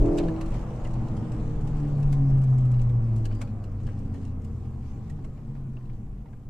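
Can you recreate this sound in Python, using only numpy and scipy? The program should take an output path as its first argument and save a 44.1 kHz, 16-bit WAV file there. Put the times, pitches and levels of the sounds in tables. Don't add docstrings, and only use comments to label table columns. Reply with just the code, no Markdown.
import sys
import numpy as np
from scipy import signal
from scipy.io import wavfile
from scipy.ndimage import uniform_filter1d

SR = 44100
rng = np.random.default_rng(int(sys.argv[2]) if len(sys.argv) > 2 else 0)


def invert_db(x):
    u = np.asarray(x, float) / 20
    return 10 ** u


def unload_audio(sound):
    columns = np.transpose(np.atleast_2d(sound))
    steps = np.round(np.clip(columns, -1, 1) * 32767)
    wavfile.write(sys.argv[1], SR, steps.astype(np.int16))


N = 286209
SEC = np.arange(N) / SR
CLOCK_STEP = 8
LEAD = 400


def evened(x):
    return x / np.sqrt(np.mean(x ** 2) + 1e-20)


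def peaked(x):
    return x / np.sqrt(uniform_filter1d((x ** 2).mean(0), size=132).max())


def read(points, hz):
    f, value = np.transpose(points)
    return np.interp(np.log(hz + 1), np.log(f + 1), value)


def columns(rows, t):
    s, *values = np.transpose(rows)
    return [np.interp(t, s, v) for v in values]


def swells(rows, t):
    s, length, *db = np.transpose(rows)
    return np.array(db) @ np.exp(-((t - s[:, None]) / length[:, None]) ** 2)


def drift(t, hz):
    return np.interp(t * hz, np.arange(200), rng.standard_normal(200))


def ring(x, hz, width):
    r = np.exp(-np.pi * width / SR)
    pole = r * np.exp(2j * np.pi * min(hz, 15000) / SR)
    return 2 * signal.lfilter([1 - r], [1, -pole], x + 0j).real


def add(mix, s, sound):
    at = round(s * SR)
    sound = sound[:, max(-at, 0):]
    part = mix[:, max(at, 0):][:, :sound.shape[1]]
    part += sound[:, :part.shape[1]]


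# freq_hz, likeness (1 = same)
LIKENESS = [(25, 0.998), (60, 0.996), (130, 1), (280, 0.9), (620, 0.91), (1340, 0.46), (2910, 0.25),
            (6310, 0), (13700, 0.3)]
# freq_hz, left_minus_right_db
BALANCE = [(60, .55), (180, 0.65), (320, -1.4), (530, 1.2), (1560, -.5), (4630, 1), (8500, 2.5),
           (13700, -.5)]


def sides(hz):
    return invert_db(np.outer([.5, -.5], read(BALANCE, hz)))


def noise(spectrum, band_hz, size, patchy_db, flicker_db, patch=(2, 14)):
    hop = size // 4
    frames, hz = N // hop + 5, np.fft.rfftfreq(size, 1 / SR)
    a, b, c, d, patches = rng.standard_normal((frames, len(hz), 5)).T
    patches = uniform_filter1d(patches, size=patch[0], axis=0)
    patches = evened(uniform_filter1d(patches, size=patch[1], axis=1))
    flicker = evened(uniform_filter1d(rng.standard_normal(frames), size=3))
    same = np.clip(read(LIKENESS, hz), -1, 1)[:, None]
    left = a + 1j * b
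    z = np.array([left, same * left + np.sqrt(1 - same ** 2) * (c + 1j * d)])
    colour_db = np.where(hz < spectrum[-1][0], read(spectrum, hz), -120)
    z *= invert_db(colour_db[:, None] + patchy_db * patches + flicker_db * flicker)
    z *= sides(hz)[:, :, None]
    inside = (hz > band_hz[0]) & (hz < band_hz[1])
    power = (abs(z.mean(0)) ** 2).mean(1)
    x = signal.istft(z, nperseg=size, noverlap=size - hop)[1][:, :N]
    return x / np.std(x.mean(0)) * np.sqrt(power.sum() / power[inside].sum())


# time_s, pull (0-1)
THROTTLE = [
    (0, 0.8),
    (.05, 0.99),
    (.255, 0.85),
    (.285, 0.83),
    (.42, 0.58),
    (.48, 0.31),
    (.6, 0.02),
    (6.5, 0),
]


def load(t):
    shut_s, fall_s, share = 0.27, 0.0077, 0.41
    cut = share / (1 + np.exp(np.clip((shut_s - t) / fall_s, -50, 50)))
    return columns(THROTTLE, t)[0] * (1 - cut)


# time_s, firing_hz
REVS = [(0, 158.7), (.05, 167.8), (.14, 170.7), (.25, 167.4), (.31, 160.7), (.55, 163.8), (.8, 164.9),
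        (1.25, 156.8), (1.67, 149.3), (2.2, 138.2), (2.8, 122), (3.35, 107), (3.85, 95.43), (4.5, 84),
        (5.03, 75.87), (5.31, 73.8), (5.8, 62.55), (6.49, 48.28)]


def by_speed(law, t):
    cruise_db, slope, pull_db = law
    cruise_hz = 160
    slowing_db = 20 * np.log10(columns(REVS, t)[0] / cruise_hz)
    return cruise_db + slope * slowing_db + pull_db * columns(THROTTLE, t)[0]


# freq_hz, width_hz, gain_db (minus = cancelling paths)
SHELL = [(84, 37, 10.5), (114.71, 23.2, 9), (133.05, 41.4, 24), (157.6, 4.7, -19.5), (165.7, 5.7, -8),
         (210, 19, -1.5), (255, 29, -3.5), (275.2, 5.7, 14), (291.5, 4.7, 10), (350, 9.2, -0.5),
         (330.1, 4.4, -10.5), (282, 6, -7), (480, 55, 5.5), (71.5, 5.8, -10), (59.6, 18, -5.5),
         (569.3, 15, 5), (266.5, 24, 6.5)]


def shell(hz, paths=SHELL):
    return sum(db / (1 + (2 * (hz - f) / w) ** 2) for f, w, db in paths)


def tone(turns, hz, db):
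    spread = np.clip((hz / 600) ** 2, 0, .8) * rng.uniform(-1.3, 1)
    phase = 2 * np.pi * (turns + rng.random())
    return np.sqrt(2) * invert_db(db) * sides(hz) * np.sin([phase + spread, phase - spread])


# multiple, pulling_db, coasting_db, slope (dB lost per dB of revs), waver_db
FIRING = [
    (1, -40.5, -45.5, 1.0, .8),
    (2, -28, -45.5, 2.6, .9),
    (3, -53, -58, 1.0, 1.8),
]
# multiple (of the firing rate), pulling_db, coasting_db
UNEVEN = [(0.251, -47.5, -43.5), (.5, -39.5, -58.5), (.75, -55, -52.5), (1.251, -75.5, -66.5),
          (1.5, -44.5, -63.5), (1.751, -26.5, -68), (2.251, -35.5, -79), (2.5, -32, -66.5),
          (2.752, -52, -65), (3.252, -45, -82.5), (3.5, -42.5, -61.5), (3.748, -49.5, -73.5), (4, -42, -64),
          (4.25, -55, -79), (4.5, -73.5, -64.5), (4.75, -59, -67), (5.001, -57, -61), (5.5, -76, -62),
          (6, -59.5, -69.5)]
# freq_hz, width_hz, gain_db (minus = cancelling paths)
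PIPE = [(270, 40, 17), (306, 13, -10), (332, 28, 11), (395, 40, -5), (458, 50, 8), (487.5, 5, -14),
        (496, 8, 6), (507, 10, 4), (574, 16, 11)]
# time_s, length_s, firing_tone_db, overtones_db
LIFT_OFF = [
    (.28, 0.052, 15.5, 2),
    (.315, 0.05, -4, 8),
]


def engine():
    t = SEC[::CLOCK_STEP]
    hz = columns(REVS, t)[0]
    turns = np.cumsum(hz) * CLOCK_STEP / SR
    pull = load(t)
    firing_kick_db, overtone_kick_db = swells(LIFT_OFF, t)
    out = 0
    for k, pull_db, coast_db, slope, waver_db in FIRING:
        db = by_speed((coast_db, slope, pull_db - coast_db), t) + waver_db * drift(t, 9)
        db += shell(k * hz, PIPE if k == 3 else SHELL)
        if k != 2:
            db += overtone_kick_db if k > 1 else firing_kick_db
        out += tone(k * turns, k * hz, db)

    slowing_db = 24 * np.log10(hz / 160)
    for k, pull_db, coast_db in UNEVEN:
        boom_db = 14 / (1 + (2 * (k * hz - 117) / 30) ** 2)
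        coasting_db = coast_db + slowing_db + boom_db + 2.5 * drift(t, 5)
        if 2 < k < 3:
            coasting_db += 0.8 * shell(k * hz)
        if k > 3:
            coasting_db += 0.7 * shell(k * hz, PIPE)
        db = pull * pull_db + (1 - pull) * coasting_db
        if round(4 * k) % 4 == 0:
            db += overtone_kick_db
        out += tone(k * turns, k * hz, db + 0.92 * drift(t, 8.2))
    return signal.resample_poly(out, CLOCK_STEP, 1, axis=1, padtype="line")[:, :N]


# freq_hz, density_db (per Hz)
RASP = [(220, -41), (320, -2.5), (480, -9.5), (620, -4), (720, -11), (900, -22)]


def intake():
    turns = np.cumsum(columns(REVS, SEC)[0]) / SR / 2
    depth = .85
    gulps = evened(1 - depth + depth * np.cos(np.pi * (turns + 0.068)) ** 4)
    rasp = noise(RASP, (220, 900), size=1024, patchy_db=2, flicker_db=1.5)
    return invert_db(-37) * load(SEC) ** 2 * gulps * rasp


def steadied(x):
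    share = .45
    power = uniform_filter1d(uniform_filter1d((x ** 2).mean(0), size=2000), size=2000)
    return np.std(x) * evened(x / (power + 1e-6) ** (share / 2))


# freq_hz, density_db (per Hz)
THUD = [(4, -3.5), (8, -13), (14, -14), (22, 3), (33, -15), (46, -4), (58, -15), (70, -21.5), (85, -26)]
# freq_hz, density_db (per Hz)
DRONE = [(45, -35), (70, -14.5), (95, -5.5), (108, -3), (115, -1.5), (123, 2.5), (133, -6), (148, -9.5),
         (165, -13), (185, -14), (200, -50)]
# freq_hz, density_db (per Hz)
HUM = [(140, -22), (180, -9), (200, -7), (213, -2.5), (222, 0.5), (231, -6), (250, -12.5), (290, -16),
       (340, -20.5), (420, -21.5), (465, -21.5), (520, -31.5)]
# freq_hz, density_db (per Hz)
ROAR = [(200, -24.5), (280, 9), (430, 2), (465, 4), (500, 2), (560, 1.5), (690, -1), (780, 4), (870, -3.5),
        (1050, -1.5), (1300, -7), (1550, -13), (2300, -20), (3300, -29)]
# time_s, length_s, suspension_db, cabin_db
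BUMPS = [(0, 0.13, 14.5, 5), (.27, 0.17, -3.5, -3), (.5, 0.098, 6.5, 1), (.56, 0.057, -2, 2.5),
         (.72, 0.15, 0, -0.5), (.87, 0.06, -2, -1.5), (.99, 0.079, 3, 3), (1.18, 0.11, -8, 6),
         (1.35, 0.22, 3.5, 2), (1.55, 0.088, 1.5, 0.5), (1.7, 0.15, 5, 3), (1.98, 0.1, 2, 4.5),
         (2.06, 0.049, 4.5, 1), (2.17, 0.073, 9, 2.5), (2.36, 0.077, 7, 5.5), (2.6, 0.09, -2.5, 3),
         (2.76, 0.12, 7, 0), (3.03, 0.15, 3, 6), (3.25, 0.11, 3.5, 1.5), (3.5, 0.055, -2, 5),
         (3.65, 0.059, 0, 1), (3.76, 0.068, 0.5, -1), (3.86, 0.032, 6.5, 7.5), (4.1, 0.17, -2, 4),
         (4.5, 0.079, 2.5, 4.5), (4.72, 0.085, -1, 3.5), (5.15, 0.31, -0.5, 4.5), (4.9, 0.039, 3.5, -4),
         (5.35, 0.17, 2, -3.5), (5.5, .06, -6, 3.5), (5.68, 0.032, -14, 7.5), (5.8, 0.72, -1, -2),
         (6.03, 0.076, 3, 2.5), (6.18, 0.089, 4, 0), (6.4, 0.038, -5, -2.5)]


def road():
    t = SEC[::CLOCK_STEP]
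    jolt_db, boom_db = [np.interp(SEC, t, v) for v in swells(BUMPS, t)]
    thud = noise(THUD, (8, 65), size=8192, patchy_db=.8, flicker_db=.5)
    thud *= invert_db(by_speed((-32.5, 0.91, 0), SEC) + jolt_db)
    drone = steadied(noise(DRONE, (60, 180), size=8192, patchy_db=.3, flicker_db=.3))
    drone *= invert_db(by_speed((-37.5, 0.43, 3.6), SEC) + boom_db)
    hum = steadied(noise(HUM, (180, 250), size=8192, patchy_db=.5, flicker_db=1.2))
    hum *= invert_db(by_speed((-41.5, 0.84, 0), SEC) + 0.73 * boom_db)
    roar = noise(ROAR, (700, 1500), size=2048, patchy_db=1.8, flicker_db=.6)
    roar *= invert_db(by_speed((-51.5, 1.58, 2.8), SEC))
    return thud + drone + hum + roar


# freq_hz, density_db (per Hz)
HISS = [(900, -13), (1700, 5), (2500, 3.5), (3400, -0.5), (5200, -2.5), (7800, -3), (9000, -8.5),
        (9600, -17.5), (12000, -17.5), (14300, -31)]
# time_s, length_s, swell_db
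GUSTS = [(0, 0.14, -0.5), (.56, 0.07, 4.5), (2.95, 0.13, -3), (3.22, 0.17, 0.5), (3.42, 0.087, 0.5),
         (3.6, 0.22, -3.5), (3.9, 0.064, 3), (4.2, 0.091, 4.5), (4.36, 0.068, -4), (4.65, 0.018, 2),
         (4.86, 0.061, 5), (5.05, 0.17, 2)]


def wind():
    level_db = by_speed((-67.5, 1.32, 2.9), SEC) + swells(GUSTS, SEC)[0]
    hiss = noise(HISS, (2500, 9000), size=256, patchy_db=2.0, flicker_db=1.5, patch=(5, 40))
    return invert_db(level_db) * hiss


def scrape(rise, t60, alike):
    t = np.arange(-LEAD, 5000) / SR
    after = np.maximum(t, 0)
    creep = invert_db(-10.0 + 1800 * np.minimum(t, 0) - 760 * after)
    creep *= np.minimum((t - t[0]) / .002, 1)
    rattle = invert_db(-26.0 - 60 * after / 0.56)
    blow = (1 - np.exp(-after / rise)) ** 2 * (invert_db(-60 * after / t60) + rattle)
    shared, *own = rng.standard_normal((3, len(t)))
    return (creep + blow) * (alike * shared + np.sqrt(1 - min(alike, 1) ** 2) * np.array(own))


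# start_s, peak_db, treble_db, ring_hz
TICKS = [(0.059, -44, -16.5, 2300), (0.1839, -27.5, -17.5, 2625), (0.1992, -42.5, -32, 2580),
         (0.236, -41, -27, 3020), (0.284, -39, -34, 2780), (0.363, -43.5, -32, 2850),
         (0.4121, -34, -18, 2720), (0.461, -45.5, -15, 2774), (0.543, -44, -15.5, 2280),
         (.569, -60, -11.5, 2560), (0.8474, -47.5, -13, 2860), (1.0844, -45.5, -18, 2676),
         (1.1683, -46.5, -13, 3192), (1.32, -44.5, -13.5, 2554), (1.6753, -46, -12, 2660),
         (2.0292, -45, -13, 2610), (2.1274, -38.5, -12.5, 2180), (2.4374, -48.5, -9, 2340),
         (2.5855, -47.5, -12, 2221), (2.7168, -51.5, -8, 2329), (2.741, -47, -21.5, 2710),
         (2.795, -46, -21.5, 2700), (2.8171, -49, -7, 2320), (2.895, -45.5, -20, 2375),
         (3.255, -36.5, -13.5, 2844), (3.326, -46.5, -22, 2900), (3.4156, -38.5, -9, 2400),
         (3.6401, -45, -18, 2760), (3.8035, -52, -21, 2806), (3.8684, -46, -17.5, 2869),
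         (3.475, -47.5, -25, 2470), (4.1415, -52, -12, 2860), (4.158, -53, -16.5, 2850),
         (4.213, -60.5, -15, 2697), (4.251, -48, -12.5, 2803), (4.277, -58, -13.5, 2600),
         (4.62, -62, -34, 2230), (4.646, -58, -24, 2280), (4.672, -61, -31, 2630), (5.242, -58, -15, 2773),
         (5.7693, -63, -30, 2753), (5.855, -57, -20, 2756), (5.899, -57, -32, 2276)]
# start_s, peak_db
FLICKS = [(0.134, -56), (.175, -42), (0.761, -57), (.842, -53), (.872, -52), (0.909, -53.5), (0.937, -50),
          (1.611, -56.5), (1.77, -56.5), (1.8, -54.5), (1.885, -57.5), (1.9798, -59.5), (2.0002, -54.5),
          (2.3017, -55.5), (2.3811, -55.5), (2.4173, -52.5), (2.5024, -58), (2.607, -57.5), (2.6534, -55),
          (3.1633, -51.5), (3.181, -55), (3.35, -52.5), (3.833, -58), (3.99, -55.5), (4.144, -63),
          (4.4186, -61), (4.447, -52.5), (5.099, -51.5), (5.2482, -55.5)]
# freq_hz, width_hz, level_db
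TRIM = [(7300, 2700, 8.5), (11200, 1200, -9.5), (5730, 2900, 6)]


def ticks():
    out = np.zeros((2, N))
    flicks = [(s, db, -8.5, 2790) for s, db in FLICKS]
    for s, db, treble_db, hz in TICKS + flicks:
        pan_db = 4 * rng.uniform(-1.3, 1.4)
        chatter = scrape(rise=0.00084, t60=0.052, alike=0.96)
        chatter[:, LEAD + 80] += 4.5
        panel = 0.6 * ring(chatter, .66 * hz, 220)
        panel += ring(chatter, hz, 270)
        panel += 0.4 * ring(chatter, 1.45 * hz, 570)
        chatter = scrape(rise=0.001, t60=0.039, alike=0.079)
        fizz = sum(invert_db(g) * ring(ring(chatter, f, w), f, w) for f, w, g in TRIM)
        sound = peaked(ring(panel, hz, 4500)) + invert_db(treble_db + 13.0) * peaked(fizz)
        level_db = db - 13.0 + np.array([[.5], [-.5]]) * pan_db
        add(out, s - LEAD / SR - .0015, invert_db(level_db) * sound)
    return out


# start_s, peak_db, ring_hz, t60_s
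PINGS = [(.1835, -66, 11400, .02), (.187, -50, 2550, .04), (.187, -47, 3900, .03), (.246, -41, 606, .04),
         (.25, -49, 720, .03), (.285, -47, 1720, .04), (.4115, -50, 2700, .04), (.4115, -62, 11000, .015),
         (.850, -57, 2900, .03), (.854, -55, 2770, .04), (.856, -53, 2060, .05), (.862, -57, 2080, .03),
         (.870, -53, 1890, 0.027), (.874, -65, 6200, 0.017), (1.673, -69, 11200, .015),
         (2.031, -73, 11200, .015), (2.1275, -54, 11300, .012), (2.134, -62.5, 7400, 0.041),
         (2.717, -71, 11200, 0.017), (3.162, -62.5, 11000, .015), (3.248, -60, 4200, .04),
         (3.254, -62, 10300, 0.019), (3.255, -56, 4100, 0.026), (3.256, -57, 4860, .025),
         (3.328, -60, 3000, .03), (3.255, -57, 2900, .025), (3.257, -48, 1660, .05),
         (3.417, -59.5, 10300, .025), (3.418, -55, 1220, 0.035), (3.418, -58, 2260, .02),
         (3.416, -60.5, 7500, .02), (3.418, -60, 4300, .04), (3.527, -62, 700, .03),
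         (3.64, -69, 5000, 0.027), (3.64, -72.5, 11500, 0.014), (4.369, -56, 689, 0.028),
         (4.445, -72, 10900, .015), (4.778, -51, 720, .03), (5.098, -56, 1900, .04),
         (5.099, -76, 2800, .04), (5.19, -52, 704, 0.027), (5.245, -58, 2190, .04),
         (5.245, -64, 2840, 0.033), (5.248, -46.5, 629, 0.046), (5.553, -56, 710, .03),
         (5.768, -58.5, 2700, 0.026), (5.898, -67, 2400, 0.031), (6.256, -57, 900, .03),
         (6.332, -62, 1610, .03)]


def pings():
    out, t = np.zeros((2, N)), np.arange(2000) / SR
    for s, db, hz, t60 in PINGS:
        touches = 0.16 * invert_db(-60 * t / 0.027) * rng.standard_normal((2, len(t)))
        touches[:, 0] += 1
        side = invert_db(np.array([[.5], [-.5]]) * rng.uniform(-5, 1))
        mode = ring(ring(touches, hz, 3.0 / t60), hz, .5 * hz)
        add(out, s, invert_db(db) * side * peaked(mode))
    return out


# start_s, peak_db,
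# low_ring_hz, high_ring_hz
KNOCKS = [(0.198, -28.5, 719, 2186), (0.243, -40.5, 600, 720), (0.288, -39, 820, 1710),
          (0.411, -30, 1000, 2000), (0.521, -35, 684, 2400), (0.547, -42, 930, 2340),
          (0.849, -38, 1028, 1987), (2.128, -34.5, 744, 1610), (3.245, -43, 704, 2290),
          (3.256, -39, 885, 1688), (3.313, -40, 1235, 2268), (3.415, -30, 1160, 2193),
          (3.526, -58, 720, 1600), (3.876, -38.5, 1070, 1631), (3.888, -39, 952.4, 1563),
          (4.146, -39, 786, 1803), (4.369, -62, 749, 1600), (4.778, -64, 749, 1607),
          (5.096, -46, 727.4, 1740), (5.19, -52, 780, 1497), (5.244, -44.5, 1150, 2147),
          (5.378, -47.5, 697.3, 1726), (5.553, -43, 759.7, 1870), (5.563, -48, 1170, 2099),
          (5.768, -45, 945, 2750), (5.81, -52, 897, 1580), (5.898, -48, 742, 1596), (6.259, -46, 811, 1869),
          (6.286, -52, 829.8, 2296), (6.331, -46, 836, 1571)]


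def knocks():
    out = np.zeros((2, N))
    for s, db, low_hz, high_hz in KNOCKS:
        chatter = scrape(rise=0.0027, t60=0.066, alike=0.72)
        chatter[:, LEAD + 120] += 9
        panel = 1.3 * ring(chatter, 620, 160)
        panel += ring(chatter, low_hz, 240)
        panel += invert_db(-5.5) * ring(chatter, high_hz, 200)
        panel += 0.082 * ring(chatter, 1.2 * high_hz, 700)
        add(out, s - LEAD / SR - .0015, invert_db(db - 11.0) * peaked(ring(panel, 1100, 2000)))
    return out


# start_s, length_s, level_db, first_hz, last_hz
MOANS = [(0.48, 0.17, -46, 120, 107), (1.15, 0.18, -40, 226, 223.5), (2.95, 0.34, -46.5, 216, 209.7),
         (3.27, .32, -44, 278, 230.6), (3.45, 0.17, -42.5, 210, 215.2), (3.78, .32, -43, 118, 135.1),
         (4.4, 0.47, -40.5, 126, 117), (4.7, .3, -49.5, 222, 210.4), (5.05, 0.14, -41, 146, 150.4),
         (5.6, 0.13, -48.5, 225, 226), (5.95, 0.18, -49, 215, 220.5)]


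def moans():
    out = np.zeros((2, N))
    for s, length, db, first_hz, last_hz in MOANS:
        u = np.linspace(0, 1, round(length * SR))
        turns = np.cumsum(first_hz + (last_hz - first_hz) * u) / SR + rng.random()
        moan = np.sqrt(2) * np.sin(np.pi * u) * np.sin(2 * np.pi * turns)
        add(out, s, invert_db(db) * moan * invert_db([[.3], [-.3]]))
    return out


def squeak():
    start_s, length_s, level_db, low_hz, top_hz = 3.285, 0.25, -67.5, 3950, 4800
    arch = np.sin(np.pi * np.linspace(0, 1, round(length_s * SR)) ** 0.7)
    fuzz = [evened(uniform_filter1d(v, size=150)) for v in rng.standard_normal((2, len(arch)))]
    whistle = np.sin(2 * np.pi * np.cumsum(low_hz + (top_hz - low_hz) * arch) / SR)
    out = np.zeros((2, N))
    add(out, start_s, invert_db(level_db) * np.sqrt(arch) * np.array(fuzz) * whistle)
    return out


def scene():
    moving = engine() + intake() + road() + wind()
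    return moving + ticks() + pings() + knocks() + moans() + squeak()


def band_limit(x):
    return signal.sosfilt(signal.butter(12, 14320, fs=SR, output="sos"), x)


def record(dry):
    shared, *own = rng.standard_normal((3, N))
    hiss = invert_db(-82) * (shared + 1.15 * np.array(own))
    limit = signal.firwin(255, 14250, window=("kaiser", 8), fs=SR)[None]
    opening = 1 - (1 - .35) * np.exp(-SEC / .003)
    mix = opening * signal.oaconvolve(dry + hiss, limit, "same")
    return band_limit(mix)


dry = scene()
out = record(dry)
unload_audio(out)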